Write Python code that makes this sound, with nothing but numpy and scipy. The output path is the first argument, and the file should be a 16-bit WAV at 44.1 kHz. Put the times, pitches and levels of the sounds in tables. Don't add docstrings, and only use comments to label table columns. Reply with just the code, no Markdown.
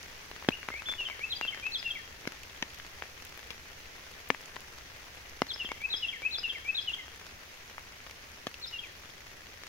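import sys
import numpy as np
from scipy import signal
from scipy.fft import rfft, irfft
from scipy.io import wavfile
from scipy.ndimage import uniform_filter1d

SR = 44100
rng = np.random.default_rng(int(sys.argv[2]) if len(sys.argv) > 2 else 0)


def output_pcm(signal):
    pcm = np.clip(np.atleast_2d(signal).T, -1, 1) * 32767
    wavfile.write(sys.argv[1], SR, np.round(pcm).astype(np.int16))


def nominal_scale(level):
    x = np.asarray(level, float) / 20
    return 10 ** x


N = 426888


def read(points, hz):
    f, value = np.transpose(points)
    return np.interp(np.log(hz + 1), np.log(f + 1), value)


def evened(x):
    return x / np.sqrt(np.mean(x ** 2) + 1e-20)


def add(mix, at, sound):
    part = mix[:, at:][:, :sound.shape[1]]
    part += sound[:, :part.shape[1]]


def leaned(db):
    return np.array([db / 2, -db / 2])


# time [s], rain strength [dB].
RAIN_STRENGTH = [(0.0, -53.5), (0.24, -57), (9.68, -63.5)]


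def strength(t):
    db = np.interp(t, *np.transpose(RAIN_STRENGTH))
    return nominal_scale(db - db.mean())


# frequency [Hz], level per Hz [dB].
WASH_SPECTRUM = [(12, 3.5), (20, -8.5), (70, 0), (162, -12.5), (233, -14), (344, -15), (385, -12),
                 (1280, -13.5), (1990, -8.5), (3890, -16.5), (6250, -16.5), (7820, -29), (15700, -26.5)]
# frequency [Hz], likeness [-1 to 1].
WASH_LIKENESS = [(25, 0.91), (60, 0.96), (240, 0.79), (950, -0.11), (3770, 0.0088), (15000, 0.024)]
# frequency [Hz], left minus right [dB].
WASH_LEAN = [(60, 0.5), (180, 1), (550, -1), (1650, 5), (4970, -4.5), (8000, -3.5), (15000, -0.5)]
WASH_DB = -49.5


def wash():
    frames, hz = N // 128 + 9, np.fft.rfftfreq(512, 1 / SR)
    a, b, c, d, patches = rng.standard_normal((frames, 257, 5)).T
    patches = evened(uniform_filter1d(uniform_filter1d(patches, size=8, axis=0), size=12, axis=1))
    flicker = rng.standard_normal((frames, 257)).T
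    flicker = evened(uniform_filter1d(flicker, size=90, axis=0))
    unsteady_db = (0.9 * patches + 1.4 * flicker) * (hz > 200)[:, None]
    spectra = np.array([a + 1j * b, c + 1j * d]) * nominal_scale(unsteady_db)
    noise = signal.istft(spectra, nperseg=512, noverlap=384)[1][:, :N]
    left, other = rfft(noise * strength(np.arange(N) / SR) ** 0.22)

    hz = np.fft.rfftfreq(N, 1 / SR)
    same = np.clip(read(WASH_LIKENESS, hz), -1, 1)
    right = same * left + np.sqrt(1 - same ** 2) * other
    pair = np.array([left, right]) * nominal_scale(leaned(read(WASH_LEAN, hz)))
    return nominal_scale(WASH_DB) * evened(irfft(pair * nominal_scale(read(WASH_SPECTRUM, hz)), N))


def trunks(x, t60, gap):
    at = np.arange(0, SR // 2, 20)
    at = at + rng.integers(0, 20, (2, len(at)))
    taps = np.zeros((2, SR // 2 + 20))
    np.put_along_axis(taps, at, rng.standard_normal(at.shape), axis=1)
    t = np.arange(taps.shape[1]) / SR
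    taps *= nominal_scale(-60 * t / t60) * np.clip(t / gap, 0, 1)
    return signal.fftconvolve(x, taps / np.linalg.norm(taps[0]), axes=1)[:, :N]


def splashes(count, likeness):
    noise = rng.standard_normal((count, 3, 1000))
    return likeness * noise[:, :1] + np.sqrt(1 - likeness ** 2) * noise[:, 1:]


# low edge [Hz], high edge [Hz], fade [s per ms of splatter],
# splatter against blow [ratio], share of the drip's side [ratio], lean left minus right [dB], trim [dB].
DRIP_PARTS = [
    (120, 343, 0.002, 0.33, .03, -1, -2.5),
    (458, 1400, 0.0013, 0.65, 0.067, -4, 0.36),
    (1580, 3340, 0.0025, 1.17, 0.13, 9, -2.5),
    (3540, 9100, 0.0035, 1.06, 0.17, -14.5, -0.5),
]
# frequency [Hz], left minus right [dB].
NEAR_LEAN = [(1100, 3), (2300, 14), (3500, 6.5), (4500, -9), (7000, -15), (14000, 21.5)]


def drip(levels_db, side_db, spread, luck, splash, size=2048):
    t = np.arange(splash.shape[1]) / SR
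    hz = np.fft.rfftfreq(size, 1 / SR) + 1
    dip = 1 - 0.75 * np.exp(-((hz - 8200) / 1400) ** 2)
    colour, waves = 1e-9, 0
    for db, chance, part in zip(levels_db, luck, DRIP_PARTS):
        lo_hz, hi_hz, fade, share, sided, lean_db, trim_db = part
        fade = fade * np.clip(spread, 0.5, 4)
        push = np.clip(share, 0, 2.5) * splash * np.exp(-t / fade) / np.sqrt(fade * SR / 2)
        push[:, 2] += 1
        f = hz * (0.65 + 0.043 * chance)
        band = dip / np.sqrt((1 + (lo_hz / f) ** 4) * (1 + (f / hi_hz) ** 11))
        tilt_db = leaned(sided * side_db + lean_db + read(NEAR_LEAN, hz))
        band = band / band.mean() * nominal_scale(db + trim_db + tilt_db)
        wave = band * rfft(push, size)
        colour = colour + band
        waves = waves + wave * np.hypot(1, share) * np.linalg.norm(band) / np.linalg.norm(wave)

    n = np.arange(size)
    fold = irfft(np.log(colour)) * np.sign(size / 2 - n) * (n > 0)
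    left, right = irfft(waves * np.exp(1j * rfft(fold).imag))[:, :len(t)]
    lag = round(6 * (luck[5] - 0.6))
    return np.array([np.pad(left, (12 + lag, 12 - lag)), np.pad(right, (12 - lag, 12 + lag))])


# drops per second, level [dB], size spread [dB],
# mean thump [dB], mean slap [dB], mean snap [dB], mean tick [dB].
SMALL_DROPS = [
    (80, -50, 2.3, -13, -5, 0.1, -6),
    (400, -58, 3, -14, -6, 0.1, -8),
]


def patter(count=16):
    out, rate = np.zeros((2, N)), strength(np.arange(N) / SR) / SR
    for per_s, db, spread_db, *colour_db in SMALL_DROPS:
        size_db = db + spread_db * np.minimum(rng.exponential(1, N), 2.5)
        size = nominal_scale(size_db) * (rng.random(N) < per_s * rate)
        leaf = rng.integers(0, count, N)
        luck, noise = rng.random((count, 11)), splashes(count=count, likeness=0.75)
        for k in range(count):
            levels_db = colour_db + 14 * (luck[k, 6:10] - 0.5)
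            side_db = 16 * (luck[k, 10] - 0.5)
            tap = (-1) ** k * drip(levels_db, side_db, 0.5 + luck[k, 4], luck[k], noise[k])
            hits = size * (leaf == k)
            out += signal.oaconvolve(hits[None], tap, axes=1)[:, :N]
    return out


# start [s], thump [dB], slap [dB], snap [dB], tick [dB].
HEAVY_DRIPS = [(0.363, -41, -34.5, -37, -47), (0.489, -37, -21, -22, -30), (0.63, -56, -31.5, -34, -46),
               (0.687, -30, -20, -35, -38), (0.937, -64, -29, -33, -50), (1.412, -39, -19.5, -37, -35),
               (1.8278, -64, -36, -28, -52), (2.274, -40, -30, -27.5, -31), (2.7986, -70, -35, -33, -57),
               (3.0226, -46, -24.5, -31, -61), (4.305, -42, -25, -30, -30), (4.347, -50, -26, -39, -55),
               (4.458, -71, -52, -41, -39), (4.5645, -58, -31, -42, -45), (5.419, -20.5, -39, -28, -38),
               (5.7173, -36, -21, -31, -39)]
# start [s], thump, slap, snap and tick [dB].
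SPLATTERING_DRIPS = [(0.7032, -36, -28, -46, -46), (0.887, -61, -25, -35, -38), (0.895, -41, -37, -33, -45),
                     (1.087, -61, -31, -34, -55), (1.0994, -59, -28, -32, -47), (1.451, -43, -29, -36, -47),
                     (1.5745, -44, -37, -35, -56), (1.666, -65, -29.5, -32, -39),
                     (2.624, -34, -44, -25.5, -36), (3.5054, -38.5, -34, -26, -36.5),
                     (4.5596, -49, -39, -35, -48), (5.6472, -34, -35, -46, -47),
                     (5.9413, -43, -34, -40, -47), (6.384, -55, -31.5, -52, -54),
                     (7.781, -66, -26, -49, -50), (8.469, -36, -47, -27.5, -33),
                     (8.542, -54, -62, -32, -43)]
# start [s], snap [dB], brightness as tick minus snap [dB].
LIGHT_DRIPS = [(0.314, -34.5, -12), (0.425, -39, -21), (0.4472, -39, -22), (0.74, -34, -12),
               (0.821, -38, -16), (0.925, -37, -9), (1.006, -35, -5), (1.011, -41, -10),
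               (1.1938, -36.5, -15), (1.5465, -34, -12), (2.254, -38, -19), (2.8485, -39, -10),
               (3.0556, -43, -7), (3.3243, -40, -5), (3.3927, -37.5, -3), (4.068, -46, -14),
               (5.4675, -38, -3), (5.561, -40, -17), (5.69, -35, -10), (6.22, -35, -10), (7.081, -40.5, -13),
               (3.037, -38, -10), (0.506, -36, -12), (8.0035, -44.5, -19), (8.065, -38.5, -13),
               (8.0707, -39, -7), (8.096, -41, -2), (3.43, -40, -11), (9.097, -42, -9), (5.296, -44, 4),
               (5.2615, -55, 5), (7.517, -52, -9), (9.268, -41, -5),
               (5.171, -44.5, -14), (0.916, -37.5, -1), (1.598, -35.5, -4), (1.915, -41, 1),
                (2.321, -34.5, -3), (2.433, -45.5, 9), (2.7447, -45, 7), (2.787, -44, 3), (2.8654, -42, -1),
                (3.223, -38, 0), (3.25, -45, 6), (3.2936, -44, 2), (3.3754, -38.5, -11), (6.946, -38, -3.5),
                (4.4134, -51, 11), (4.6051, -41, 2), (4.785, -39.5, -3), (5.817, -41, -5), (6.533, -40, -4),
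                (6.5837, -41, -2), (6.895, -40, 0), (7.1602, -44, 1), (7.267, -39.5, -8), (7.214, -40, -8),
                (7.698, -40.5, -4), (8.11, -37, -1), (8.3173, -44, 0), (8.712, -44, 1), (9.6354, -35, -4),
                (9.6682, -38.5, 1)]


def drips():
    rows = [(*row, 0.95) for row in HEAVY_DRIPS]
    rows += [(*row, 2.5) for row in SPLATTERING_DRIPS]
    for s, db, bright_db in LIGHT_DRIPS:
        thump_db = db - 12.5 - 0.23 * (bright_db + 6)
        slap_db = db - 0.5 - 0.49 * (bright_db + 6)
        rows.append((s, thump_db, slap_db, db, db + bright_db, 1))
    out, luck = np.zeros((2, N)), rng.random((len(rows), 6))
    splash = splashes(count=len(rows), likeness=1.0)
    for (s, *levels_db, spread), chance, noise in zip(rows, luck, splash):
        sound = drip(levels_db, 8 * (chance[4] - 0.5), spread, chance, noise)
        add(out, max(round(s * SR) - 4, 0), sound)
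    return out


# start [s], level [dB], pitch [Hz].
POOL_DROPS = [
    (2.434, -34, 2650),
    (3.2, -41, 2300),
    (8.542, -31.5, 2700),
]


def pings(t60=0.011):
    out, t = np.zeros((2, N)), np.arange(0, 2 * t60, 1 / SR)
    for s, db, hz in POOL_DROPS:
        side_db = (3500 - hz) / 350 * np.array([[1], [-1]])
        ring = np.sin(2 * np.pi * hz * t) * np.minimum(t / 0.00023, 1)
        add(out, round(s * SR), nominal_scale(db - 60 * t / t60 + side_db) * ring)
    return out


# start [s], peak [dB], left minus right [dB].
BURSTS = [(2.7432, -44, -2.0), (3.218, -45, 0.5), (3.2505, -34, 6), (3.2929, -48, -2.5), (3.3752, -36, 6),
          (3.4007, -49, 1.0), (4.1169, -44, 1.0), (4.2892, -32, 1), (4.4119, -43, -2.0),
          (4.6052, -46, -3.0), (5.8166, -41, 6), (6.945, -45, -1.0), (7.1591, -46, -2), (8.11, -41, -0.5),
          (8.9984, -44, 2.0), (.5975, -47, -1), (.7996, -43, -2.5), (3.472, -46, -.5), (3.7918, -47, 0),
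          (4.1894, -49, -2), (7.2005, -47, -2), (8.4946, -44, 0), (8.541, -46, -3), (8.9221, -49, -.5)]
BURST_BAND = (9000, 19500)
# start [s], peak [dB], left minus right [dB].
WAXY_SNAPS = [(0.0293, -30.5, -10), (0.9243, -31, -2.0), (2.8644, -38, -5.5), (3.2654, -44, -6.5),
              (3.3827, -45, -3.5), (4.4578, -36, -9.0), (4.559, -36, -7), (4.7845, -44, -7.0),
              (5.1327, -48, -7.5), (5.888, -39, 5.0), (6.5334, -46, -3.0), (7.266, -34, -8),
              (7.6784, -37, -5.0), (7.8564, -48, -4.0), (8.541, -38, -9)]
SNAP_BAND = (3900, 6800)


def sparks():
    out, t = np.zeros((2, N)), np.arange(300) / SR
    kinds = ((BURSTS, BURST_BAND, 0.00038, 3), (WAXY_SNAPS, SNAP_BAND, 0.0005, -1.5))
    for rows, band_hz, fade_s, trim_db in kinds:
        band = signal.butter(2, band_hz, "band", fs=SR)
        for (s, db, lean_db), noise in zip(rows, rng.standard_normal((len(rows), 300))):
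            burst = signal.lfilter(*band, (noise + 6 * (t == 0)) * np.exp(-t / fade_s))
            gain = nominal_scale(db + trim_db + leaned(lean_db))[:, None]
            add(out, round(s * SR) + 30, gain * burst / abs(burst).max())
    return out


# start [s], peak [dB], rise [ms], lag of the left side [samples].
LARGEST_DRIPS = [
    (0.4876, -5.5, 0.083, 3),
    (2.2743, -19, 0.32, -5),
    (2.6251, -19.5, 1, -5),
    (4.3029, -6, 0.09, 2.5),
    (5.4194, -8, 0.094, -3),
    (8.4693, -19, 0.11, -5),
    (4.5649, -24, 0.091, -2),
]
# resonance [Hz], width [Hz], level [dB].
LEAF_MODES = [
    [(292, 310, 0), (616, 470, -11.5), (1075, 130, -13), (1646, 240, -8), (2160, 150, -18.5),
     (2520, 140, -19), (3040, 200, -15), (3220, 140, -9.5), (4500, 420, -31)],
    [(280, 400, 1.5), (555, 310, -6), (920, 410, -7.5), (1670, 130, -6), (2150, 130, -4), (3200, 260, -10),
     (4130, 250, -13), (4700, 260, -14), (5320, 180, -17)],
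    [(288, 200, -3.5), (520, 99, -10), (936, 190, -4.5), (1880, 160, -2), (2210, 170, -7), (2620, 140, -6),
     (3000, 190, -2), (3830, 480, -9), (6100, 500, -9.5)],
    [(270, 23, 4.5), (490, 140, 3.5), (814, 320, -2.5), (1160, 390, 6.5), (1770, 120, 5.5), (2170, 350, 5),
     (2800, 120, -1), (3720, 150, -22), (4280, 380, -22)],
    [(274, 38, -3), (726, 150, -4), (1160, 1000, 2.5), (2040, 140, -4.5), (2850, 310, -3.5),
     (3530, 250, -14), (4100, 370, -13), (4960, 260, -13.5)],
    [(263, 150, -6), (493, 210, -13), (686, 170, -3.5), (1200, 220, -3), (1740, 200, -7), (2560, 200, -24),
     (3140, 350, -5.5), (3900, 180, -25), (5000, 320, -26)],
    [(510, 160, -16), (1070, 140, 2), (1420, 160, -2), (1980, 150, -2), (2680, 100, -15), (3050, 370, -5)],
]
# frequency [Hz], left minus right [dB].
RING_LEAN = [(900, -0.5), (1400, 5), (2300, 17.5), (3300, 0.5), (4500, -14.5)]


def blows():
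    out, t = np.zeros((2, N)), np.arange(2000) / SR
    for (s, db, rise_ms, lag), leaf in zip(LARGEST_DRIPS, LEAF_MODES):
        hz, width, mode_db = np.transpose(leaf)[:, :, None]
        fade = np.exp(-np.pi * width * t) * (1 - np.exp(-t * 1000 / rise_ms))
        rings = nominal_scale(mode_db) * width * fade * np.sin(2 * np.pi * hz * t)
        lean = nominal_scale(read(RING_LEAN, hz) / 2)
        left = np.pad((rings * lean).sum(0), (10 + round(lag), 10 - round(lag)))
        right = np.pad((rings / lean).sum(0), 10)
        peak = abs(rings.sum(0)).max()
        add(out, round(s * SR) - 10, nominal_scale(db) * np.array([left, right]) / peak)
    return signal.lfilter(*signal.butter(2, 180, "high", fs=SR), out)


def hook(points):
    start, length = points[0][0], points[-1][0] - points[0][0]
    shape = [((s - start) / length, db, khz) for s, db, khz in points]
    return shape, [(start, length, 0.1, 1000, 1)]


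# place in the note [0-1], level [dB], pitch [ratio].
CHIP_SHAPE = [(0, -12, .81), (.39, -1, 1), (.75, -3.5, 1), (1, -20, 1)]
LEAD_SHAPE = [(0, -10, .79), (.4, 2, .83), (.7, -5, .9), (.82, -13, 0.98), (.94, -4, 0.95), (1, -10, 1)]
HOLD_SHAPE = [(0, -15, .77), (.11, -5, .99), (.28, -4, .995), (.45, 0, 1), (.8, -4, 1), (1, -12, .995)]
RISE_SHAPE = [(0, -16, .86), (.3, -9, .895), (.5, -13, .935), (.6, -3, .97), (.76, 0, 1), (.92, -3, 1.01),
              (1, -16, 1.01)]
TOP_SHAPE = [(0, -9, .89), (.3, -3, .955), (.6, 0, .993), (.8, -3, 1), (1, -14, 1)]
SLIDE_SHAPE = [(0, -18, 1.1), (.15, -11, 1.085), (.4, 0, 1.05), (.54, -5, 1.02), (.74, -5, 1),
               (1, -13, .99)]
DROP_SHAPE = [(0, -18, 1.11), (.22, -4, 1.04), (.42, 0, 1), (.7, -5, .99), (1, -13, .99)]
FALL_SHAPE = [(0, -9, 1.12), (.2, 0, 1.02), (.36, -9, .94), (.55, -18, .87), (.8, -13, .82), (1, -17, .8)]
# start [s], length [s], level [dB], pitch [Hz], depth of glide [ratio].
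CHIP_NOTES = [(0.515, 0.0443, -36, 2850, 1)]
LEAD_NOTES = [(.712, 0.094, -39.5, 2634, 1)]
HOLD_NOTES = [(.853, 0.084, -35.5, 3487, 0.93)]
RISE_NOTES = [(1.197, 0.065, -33, 2620, 1.3), (1.623, 0.06, -32, 2610, 0.6),
              (5.804, 0.061, -32, 2553, 0.98), (6.221, 0.0566, -29, 2570, 0.91),
              (6.648, 0.065, -30, 2582, 0.93)]
TOP_NOTES = [(1.355, 0.022, -39.5, 4770, .3), (1.778, .034, -43.5, 4975, -0.37),
             (5.533, 0.02, -37.5, 5270, 1.2), (5.96, .028, -40.5, 5240, .7),
             (6.375, 0.0246, -37, 5110, 1.03), (6.81, .024, -47.5, 5080, .5),
             (8.666, .028, -42.5, 5350, 1.4)]
SLIDE_NOTES = [(.978, 0.064, -32.5, 2714, 1), (1.412, 0.061, -32.5, 2693, 0.43),
               (1.841, 0.061, -31, 2710, 0.31), (5.591, 0.045, -31, 2703, 1.06),
               (6.021, 0.042, -28.5, 2736, 1.1), (6.431, 0.043, -28.5, 2674, 1),
               (6.87, 0.042, -29, 2774, 1.12), (8.722, 0.056, -36.5, 2780, 0.53)]
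DROP_NOTES = [(1.046, 0.042, -36, 3090, 1.16), (1.473, 0.028, -31.5, 3155, 1.06),
              (1.902, 0.022, -29.5, 3220, 1.03), (5.649, 0.027, -35.5, 3156, 1.14),
              (6.082, 0.028, -31, 3197, 0.74), (6.49, 0.03, -28.5, 3200, 1), (6.931, 0.023, -33, 3200, 1.3),
              (8.784, 0.02, -34.5, 3260, .45)]
FALL_NOTES = [(1.096, 0.084, -40.5, 2200, 1.1), (1.521, 0.072, -39, 2100, 0.99),
              (1.95, 0.064, -38.5, 2175, 1), (5.697, 0.065, -41, 2180, 0.31),
              (6.127, 0.055, -36, 2150, 0.92), (6.547, .06, -37.5, 2150, 1.15),
              (6.982, 0.065, -41.5, 2075, 0.4), (8.828, 0.09, -45.5, 2330, 1.4)]
# time [s], level [dB], pitch [kHz].
HOOK_CURVES = [
    [(1.292, -52, 3.78), (1.303, -50, 3.85), (1.309, -36, 4.08), (1.318, -38, 4.04), (1.329, -31, 3.38),
     (1.336, -33, 3.18), (1.346, -42, 3.16)],
    [(1.717, -52, 3.9), (1.723, -39, 4.05), (1.729, -46, 4.25), (1.737, -39, 4.45), (1.749, -35, 3.73),
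     (1.758, -32, 3.36), (1.771, -41, 3.33)],
    [(5.482, -52, 4.25), (5.489, -45, 4.32), (5.496, -42, 4.2), (5.505, -37, 3.7), (5.513, -37, 3.36),
     (5.518, -36, 3.28), (5.525, -45, 3.27)],
    [(5.895, -50, 3.95), (5.905, -43, 3.85), (5.914, -38, 4.08), (5.924, -39, 4.07), (5.932, -32, 3.7),
     (5.942, -31, 3.33), (5.957, -39, 3.32)],
    [(6.308, -52, 3.72), (6.315, -42, 3.85), (6.324, -44, 4.07), (6.333, -38, 4.26), (6.344, -36, 3.85),
     (6.355, -33, 3.44), (6.368, -42, 3.45)],
    [(6.744, -48, 3.75), (6.75, -37, 3.8), (6.76, -41, 3.9), (6.767, -39, 4.28), (6.779, -32, 3.55),
     (6.789, -29, 3.31), (6.802, -37, 3.31)],
    [(8.613, -56, 3.8), (8.621, -48, 4.15), (8.629, -43, 4.28), (8.637, -43, 4.12), (8.645, -39, 3.8),
     (8.652, -41, 3.57), (8.66, -48, 3.55)],
]


def bird():
    kinds = [(CHIP_SHAPE, CHIP_NOTES), (LEAD_SHAPE, LEAD_NOTES), (HOLD_SHAPE, HOLD_NOTES),
             (RISE_SHAPE, RISE_NOTES), *map(hook, HOOK_CURVES), (TOP_SHAPE, TOP_NOTES),
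             (SLIDE_SHAPE, SLIDE_NOTES), (DROP_SHAPE, DROP_NOTES), (FALL_SHAPE, FALL_NOTES)]
    out, side = np.zeros((2, N)), nominal_scale(np.array([[-1.0], [-5.0]]))
    for shape, notes in kinds:
        place, shape_db, ratio = np.transpose(shape)
        for s, length, db, hz, depth in notes:
            u = np.arange(0, length, 1 / SR) / length
            shake, breath = rng.standard_normal((2, 6000))
            flutter = evened(uniform_filter1d(shake, size=60))[:len(u)]
            bend = uniform_filter1d(np.interp(u, place, ratio - 1), size=120, mode="nearest")
            glide = hz * (1 + depth * bend) * (1 + 0.012 * flutter)
            turn = 2 * np.pi * np.cumsum(glide) / SR
            whistle = np.sin(turn) + nominal_scale(-36) * np.sin(2 * turn)
            level = np.interp(u, place, nominal_scale(shape_db + db + 6.5)) * signal.windows.tukey(len(u), 0.12)
            waver = evened(uniform_filter1d(uniform_filter1d(breath, size=130), size=130))[:len(u)]
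            add(out, round(s * SR), level * nominal_scale(1.6 * waver) * whistle * side)
    return np.array([out[0], np.roll(out[1], -16)])


def scene():
    song, near = bird(), drips() + pings()
    sway = 2 * np.pi * 40 * np.arange(N) / SR
    far = sum(trunks(song * w, t60=0.52, gap=0.018) for w in (np.cos(sway), np.sin(sway)))
    far = nominal_scale(-6.5) * signal.lfilter(*signal.butter(1, 1800, "high", fs=SR), far)
    ground = nominal_scale(-9) * trunks(song, t60=0.05, gap=0.002)
    near_echo = nominal_scale(-18.5) * trunks(near, t60=0.057, gap=0.0026)
    rain = near + near_echo + patter() + wash() + sparks()
    big = blows()
    big_echo = nominal_scale(-20) * trunks(big, t60=0.06, gap=0.006)
    return song + ground + far + rain + big + big_echo


def top_cut(x):
    return signal.sosfilt(signal.butter(12, 16970, fs=SR, output="sos"), x)


def band_limited(x, hz):
    taps = signal.firwin(1501, hz, window=("kaiser", 9), fs=SR)
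    return signal.oaconvolve(x, taps[None], "same", axes=1)


def record(dry):
    low = band_limited(dry, 15820)
    above = band_limited(dry, 16800) - low
    over = uniform_filter1d(abs(above).mean(0), size=60) / nominal_scale(-64) - 1
    gate = uniform_filter1d(np.clip(over, 0, 1), size=120)
    return top_cut(low + above * gate)


dry = scene()
out = record(dry)
output_pcm(out)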